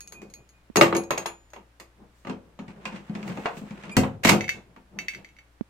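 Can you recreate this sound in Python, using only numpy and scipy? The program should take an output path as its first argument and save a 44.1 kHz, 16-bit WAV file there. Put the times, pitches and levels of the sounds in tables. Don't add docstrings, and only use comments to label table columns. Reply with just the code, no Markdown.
import sys
import numpy as np
from scipy.fft import rfft, irfft, next_fast_len
from scipy.io import wavfile
from scipy.ndimage import map_coordinates

SR = 44100
rng = np.random.default_rng(int(sys.argv[2]) if len(sys.argv) > 2 else 0)


def to_wav(s):
    ch = np.atleast_2d(s).T
    pcm = np.round(np.clip(ch, -1, 1) * 32767)
    wavfile.write(sys.argv[1], SR, pcm.astype(np.int16))


N = 250929
TIME = np.arange(N) / SR
T = np.arange(int(.6 * SR)) / SR
GRAB_S, TEAR_S = 2.2, 3.95

# freq_hz, density_db
CLACK = [(150, -37.5), (380, -17), (520, -2), (620, -3), (740, -5), (850, -3.5), (960, -3.5), (1220, -5),
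         (1500, -10.5), (2600, -35.5)]
# freq_hz, density_db
CLICK = [(700, -29.5), (1400, -4), (1950, 2), (2350, 1), (2800, -2), (3700, -8), (4300, -12.5),
         (5000, -24.5), (8000, -45)]
# freq_hz, density_db
TICK = [(2500, -25), (4400, 2.5), (5200, 0), (6500, 1), (8200, -1.5), (9700, -12.5), (11500, -6),
        (15500, -11.5)]
# freq_hz, density_db
GROAN = [(50, -24), (110, -10.5), (150, -1.5), (200, 4), (260, -9.5), (335, -4.5), (480, -10), (900, -14),
         (2500, -40)]
# freq_hz, correlation
ALIKE = [(100, 0.92), (330, 0.92), (600, 0.5), (1200, .1), (3000, 0.053)]


def amp(db):
    return 10 ** (np.asarray(db) / 20)


def unit(x):
    return x / np.sqrt(np.mean(x ** 2) + 1e-20)


def blow(x):
    return x / np.sqrt(np.mean(x[..., :int(.03 * SR)] ** 2) + 1e-20)


def fade(t60_s):
    return np.exp(-np.log(1000) * T / t60_s)


def swell(rise_s):
    return 1 - np.exp(-T / rise_s)


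def along(points, hz):
    freq_hz, values = np.transpose(points)
    return np.interp(np.log(hz + 1), np.log(freq_hz), values)


def wobble(rate_hz):
    return map_coordinates(rng.standard_normal(int(N * rate_hz / SR) + 4), [TIME * rate_hz])


def add(track, start_s, sound):
    start = max(0, round(start_s * SR))
    track[:, start:start + sound.shape[-1]] += sound[..., :N - start]


def noise(spectrum, size, ripple_db=0):
    m = next_fast_len(size)
    hz = np.fft.rfftfreq(m, 1 / SR)
    angle = np.arccos(np.clip(along(ALIKE, hz), -1, 1)) / 2
    ripple = map_coordinates(rng.standard_normal(100), [np.sqrt(hz) / 1.6])
    gain = amp(along(spectrum, hz) + ripple_db * ripple) / (1 + (hz / spectrum[-1][0]) ** 8)
    white = rfft(rng.standard_normal((2, m)))
    mid, side = irfft(white * gain * [np.cos(angle), np.sin(angle)], m)[:, :size]
    return unit(np.array([mid + side, mid - side]))


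def ring(modes):
    hz, db, t60_s = np.transpose(modes)
    level, phase, skew = rng.standard_normal((3, len(hz)))
    apart = np.arccos(np.clip(along(ALIKE, hz), -1, 1)) * np.sign(skew) / 2
    start = amp(db + 2.5 * level) * np.exp(1j * (np.pi * phase + np.array([apart, -apart])))
    return (start @ np.exp(np.outer(2j * np.pi * hz - np.log(1000) / t60_s, T))).imag


def contact(spectrum, t60_s, room_db, room_t60_s, rise_s):
    envelope = np.hypot(fade(t60_s), amp(room_db) * swell(.002) * fade(room_t60_s))
    return blow(noise(spectrum, len(T), ripple_db=3) * envelope * swell(rise_s))


def strokes(rows, rise_share=.7):
    power = 0
    for peak_s, db, fall_s in rows:
        away_s = np.maximum((peak_s - TIME) / rise_share, TIME - peak_s)
        power += amp(db - 20 * away_s / fall_s) ** 2
    return np.sqrt(power)


def room_tone(hiss_db=-63):
    air = [(20, -14.5), (55, -13), (80, -18), (120, -20.5), (200, -23), (700, -25), (1500, -26.5),
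           (2500, -31), (4500, -37.5), (16000, -47)]
    hum_lines = [(59.2, -62.5), (118.4, -72), (296.1, -77.5)]  # freq_hz, level_db
    hum = sum(amp(db) * np.sqrt(2) * np.sin(2 * np.pi * (hz * TIME + rng.random()))
              for hz, db in hum_lines)
    return amp(hiss_db) * noise(air, N) + hum


def latch(tick_db=-4, click_db=-10, spring_hz=2470):
    tings = [(.006, -46), (.075, -50), (.1225, -49), (.3, -61.5), (.338, -48), (.491, -62), (.762, -32.5),
             (.769, -26), (.95, -42.5), (.966, -34.5), (1.036, -52.5), (1.107, -37), (1.18, -36),
             (1.261, -38.5), (1.503, -67), (1.534, -59)]
    steel_modes = [(4070, -6.5, 0.11), (4420, -5.5, 0.16), (5360, -9.5, .11), (6555, 10, 0.12),
                   (6660, -2, 0.19), (6960, -13, 0.47), (8530, -10, 0.091), (10800, -5, 0.18),
                   (12800, -12, 0.075), (12730, -8, 0.16)]
    spring_pings = [(.01, -61), (.142, -51.5), (.339, -63), (.529, -70), (.954, -49.5), (1.261, -59)]  # start_s, level_db
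    out = np.zeros((2, N))
    for start_s, db in tings:
        steel = blow(ring(steel_modes) * swell(.0005))
        tick = amp(tick_db) * contact(TICK, t60_s=.012, room_db=-17.5, room_t60_s=.1, rise_s=.0003)
        click = amp(click_db) * contact(CLICK, t60_s=.017, room_db=-11, room_t60_s=.12, rise_s=.0005)
        add(out, start_s, amp(db) * (steel + tick + click))
    for start_s, db in spring_pings:
        note = ring([(spring_hz, 0, .3)])
        add(out, start_s, amp(db) * blow(note * swell(.022)))
    return out


def boom(centre_hz, width_oct=.41, rise_s=.0091, room_db=-9, early_gain=.96):
    panel_modes = [(96, -7, 0.66), (129.6, -7.5, 0.15), (148.7, 0.5, 0.15), (176.1, -1.5, 0.24),
                   (208.1, -0.5, .31), (256.2, -5.5, .3), (287.6, -8.5, 0.22), (340, -1.5, 0.32),
                   (388.4, -3.5, 0.16), (425, -2.5, .28), (467.5, -9, 0.43), (531, -6.5, 0.41),
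                   (551, -7, 0.41), (744, -4, 0.43), (916, -10.5, 0.28), (933, -9, 0.29)]
    excited = [(hz, db - 10 * np.log10(1 + (np.log2(hz / centre_hz) / width_oct * 2) ** 2), t60_s)
               for hz, db, t60_s in panel_modes]
    panel = blow(ring(excited))
    room = amp(room_db) * blow(noise(GROAN, len(T)) * fade(.38))
    return blow((panel + room) * swell(rise_s) * (1 + early_gain * fade(.14)))


def metal(start_s, click_db, tick_db, case_db=-5, muffle_db=-10):
    case_modes = [(1714, -8, 0.12), (1998, 4.5, 0.035), (2254, -2, 0.092), (2296, 1.5, 0.052),
                  (2522, -4.5, 0.21), (2758, -3, .14), (3385, -10, 0.068), (4230, -7.5, 0.059)]
    muffled = [(hz, db + muffle_db * np.clip(np.log2(hz / 6500), 0, 1)) for hz, db in TICK]
    spectrum = muffled if GRAB_S < start_s < TEAR_S else TICK
    click = contact(CLICK, t60_s=.026, room_db=-12, room_t60_s=.22, rise_s=.0011)
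    case = amp(case_db) * blow(ring(case_modes) * swell(.0028))
    tick = contact(spectrum, t60_s=.016, room_db=-10.5, room_t60_s=.19, rise_s=.00055)
    return amp(click_db) * blow(click + case) + amp(tick_db) * tick


def knocks(free_door_hz=370, held_door_hz=247.4):
    hits = [(0.1224, -53, -56.5, -8.5), (.217, -55.5, -45.5, -4.5), (.758, -24.5, -22, -8),
            (.77, -25, -19.5, -18), (.811, -11.5, -15.5, -14), (.926, -26, -26.5, -32),
            (.949, -31, -25, -12), (1.106, -25, -33.5, -19), (1.176, -32.5, -39.5, -12),
            (1.221, -47.5, -70, -16), (1.258, -32, -42.5, -17.5), (1.534, -48, -58, -14),
            (1.562, -47, -50, -22), (1.799, -51.5, -55, 0), (2.249, -46.5, -44.5, -21),
            (2.27, -40, -37, -19), (2.296, -40.5, -30.5, -15), (2.59, -46, -37.5, -16),
            (3.372, -40, -37.5, -20), (3.457, -26, -47.5, -25), (3.967, -25.5, -16, -2.5),
            (4.034, -30, -34.5, -27.5), (4.249, -24, -19, -5), (4.292, -20.5, -22.5, -2.5),
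            (4.318, -26, -17.5, -12.5), (4.762, -52.5, -53, -20)]
    out = np.zeros((2, N))
    for start_s, clack_db, boom_db, hardness_db in hits:
        panel = amp(boom_db) * boom(free_door_hz if start_s < GRAB_S else held_door_hz)
        clack = amp(clack_db) * contact(CLACK, t60_s=.025, room_db=-8, room_t60_s=.24, rise_s=.0004)
        parts = metal(start_s, click_db=clack_db + 1 + .36 * hardness_db, tick_db=clack_db + hardness_db)
        add(out, start_s, panel + clack + parts)
    return out


def handling():
    rustles = [(.22, -51.5, 0.36), (2.04, -53, .14), (2.48, -55.5, 0.19), (4.2, -52, .5), (4.58, -45, 0.18),
               (4.975, -43, 0.11), (5.16, -45.5, 0.14)]
    bumps = [(0.7, -42.5), (5.61, -28)]  # start_s, level_db
    out = strokes(rustles) * unit(noise(GROAN, N) * amp(2.5 * wobble(20)))
    push = np.diff(np.sin(2 * np.pi * 215 * T) * fade(.028) * swell(.00098))
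    bump = blow(np.array([[-.1], [1]]) * push)
    for start_s, db in bumps:
        add(out, start_s, amp(db) * bump)
    return out


def lurches():
    tugs = [(.81, -38), (1.11, -46.5), (3.968, -23.5), (4.248, -28), (4.29, -27)]  # start_s, level_db
    rumble = [(25, -21.5), (50, -14.5), (75, -13), (115, -3.5), (150, -1), (220, -18)]  # freq_hz, density_db
    out = np.zeros((2, N))
    for start_s, db in tugs:
        push = contact(rumble, t60_s=.22, room_db=-16.5, room_t60_s=.73, rise_s=.0017)
        add(out, start_s, amp(db) * push)
    return out


def rubbing(groan_db=5, grain_db=2, catch_db=4.5, lump_db=3):
    palm_slides = [(2.19, -69, .15), (3.283, -52, .05), (3.4, -61.5, .7), (3.58, -52, .06)]  # peak_s, level_db, fall_s
    twists = [(2.86, -48.5, 0.33), (3.01, -51, 0.093), (3.25, -44, 0.32), (3.42, -47, 0.35),
              (3.66, -52, 0.55), (3.86, -50.5, 0.4)]
    skin_on_brass = [(2000, -20), (4000, -1), (6000, -3), (8200, 0.5), (9500, -13), (15500, -4)]  # freq_hz, density_db
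    rose_on_wood = [(300, -15), (600, -3.5), (1300, -0.5), (2600, -5), (5000, -19.5), (9000, -20.5)]  # freq_hz, density_db
    scrape = unit(noise(rose_on_wood, N) * amp(grain_db * wobble(260) + catch_db * wobble(34)))
    groan = amp(groan_db) * unit(noise(GROAN, N) * amp(lump_db * wobble(24.76)))
    palm = strokes(palm_slides) * noise(skin_on_brass, N)
    return palm + strokes(twists) * (scrape + groan)


def slips(door_hz=197, wood_db=-2, tick_db=-11):
    jerks = [(2.68, -42, -53.5), (2.854, -43, -35.5), (2.924, -36, -55), (2.96, -51, -48.5),
             (3.095, -30.5, -57), (3.151, -34.5, -44.5), (3.228, -39.5, -47.5), (3.277, -38.5, -45.5),
             (3.297, -31, -48.5), (3.569, -40, -52.5), (3.614, -36, -63), (3.707, -36, -52.5),
             (3.835, -46.5, -49.5), (3.894, -42.5, -48)]
    out = np.zeros((2, N))
    for start_s, thud_db, scrape_db in jerks:
        wood = contact(CLACK, t60_s=.034, room_db=-2.5, room_t60_s=.25, rise_s=.001)
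        thud = boom(door_hz, width_oct=.26, rise_s=.008, room_db=-11, early_gain=1.6)
        rose = metal(start_s, scrape_db, scrape_db + tick_db)
        add(out, start_s, amp(thud_db) * thud + amp(scrape_db + wood_db) * wood + rose)
    return out


def squeak(start_s=3.913, hold_s=.018, pitch_hz=2410, level_db=-41, jitter=.0034):
    phase = 2 * np.pi * np.cumsum(pitch_hz * (1 + jitter * wobble(300)[:len(T)])) / SR
    out = np.zeros((2, N))
    for k, harmonic_db in enumerate([0, -19, -7, -18, -27], 1):
        decay = np.exp(-np.log(1000) * np.maximum(T - hold_s, 0) * np.sqrt(k) / .15)
        tone = np.sqrt(2) * np.sin(k * phase + rng.uniform(0, np.pi, (2, 1)))
        add(out, start_s, amp(level_db + harmonic_db) * swell(.0026) * decay * tone)
    return out


def pulling(start_s=4.232, rise_s=.012, drag_s=.06, t60_s=.15, start_db=-23, growth_db_per_s=130):
    rasp = noise(CLICK, N) + amp(-6) * noise(TICK, N) + amp(-7) * noise(CLACK, N)
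    chatter = unit(rasp * amp(4 * wobble(210)))
    age_s = np.maximum(TIME - start_s, 0)
    attack = 1 - np.exp(-age_s / rise_s)
    growth = amp(start_db + growth_db_per_s * np.minimum(age_s, drag_s))
    release = np.exp(-np.log(1000) * np.maximum(age_s - drag_s, 0) / t60_s)
    return attack * growth * release * chatter


def knob(click_db=-9, tick_db=-19):
    clinks = [(4.253, -29.5), (4.287, -24.5), (4.408, -32), (4.442, -39), (4.48, -37.5), (4.492, -25.5),
              (4.988, -33), (5.083, -30.5), (5.136, -44.5), (5.148, -41.5), (5.246, -49.5), (5.288, -59.5),
              (5.366, -59.5), (5.387, -53.5)]
    brass_modes = [(1780, -1, 0.035), (2048, 6, 0.055), (2184, 2.5, .16), (2274, -3, 0.16), (2645, -3, .21),
                   (3050, -12, .13), (3330, -16.5, 0.042), (3704, -12.5, 0.12), (4580, -6, 0.11),
                   (5600, -17, .13), (5970, -7.5, .1), (6640, -18, 0.22), (11900, -22, 0.083)]
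    out = np.zeros((2, N))
    for start_s, db in clinks:
        shell = blow(ring(brass_modes) * swell(.00069) * (1 + 2 * fade(.012)))
        click = amp(click_db) * contact(CLICK, t60_s=.0069, room_db=-24, room_t60_s=.29, rise_s=.0013)
        tick = amp(tick_db) * contact(TICK, t60_s=.0087, room_db=-17, room_t60_s=.25, rise_s=.00057)
        add(out, start_s, amp(db) * (shell + click + tick))
    return out


def scene():
    return (room_tone() + latch() + knocks() + handling() + lurches()
            + rubbing() + slips() + squeak() + pulling() + knob())


def record(dry, top_hz=16200):
    balance = [(100, 2.5), (400, 1.5), (1000, 1.5), (2300, -2.5), (4500, 0.5), (8000, 0.5), (14000, 2)]  # freq_hz, left_minus_right_db
    m = next_fast_len(N + SR // 2)
    hz = np.fft.rfftfreq(m, 1 / SR)
    lean_db = along(balance, hz) / 2
    coloured = irfft(rfft(dry, m) * amp([lean_db, -lean_db]), m)
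    clipped = np.clip(coloured, -1, 1)
    return irfft(rfft(clipped) * (hz < top_hz), m)[:, :N]


dry = scene()
out = record(dry)
to_wav(out)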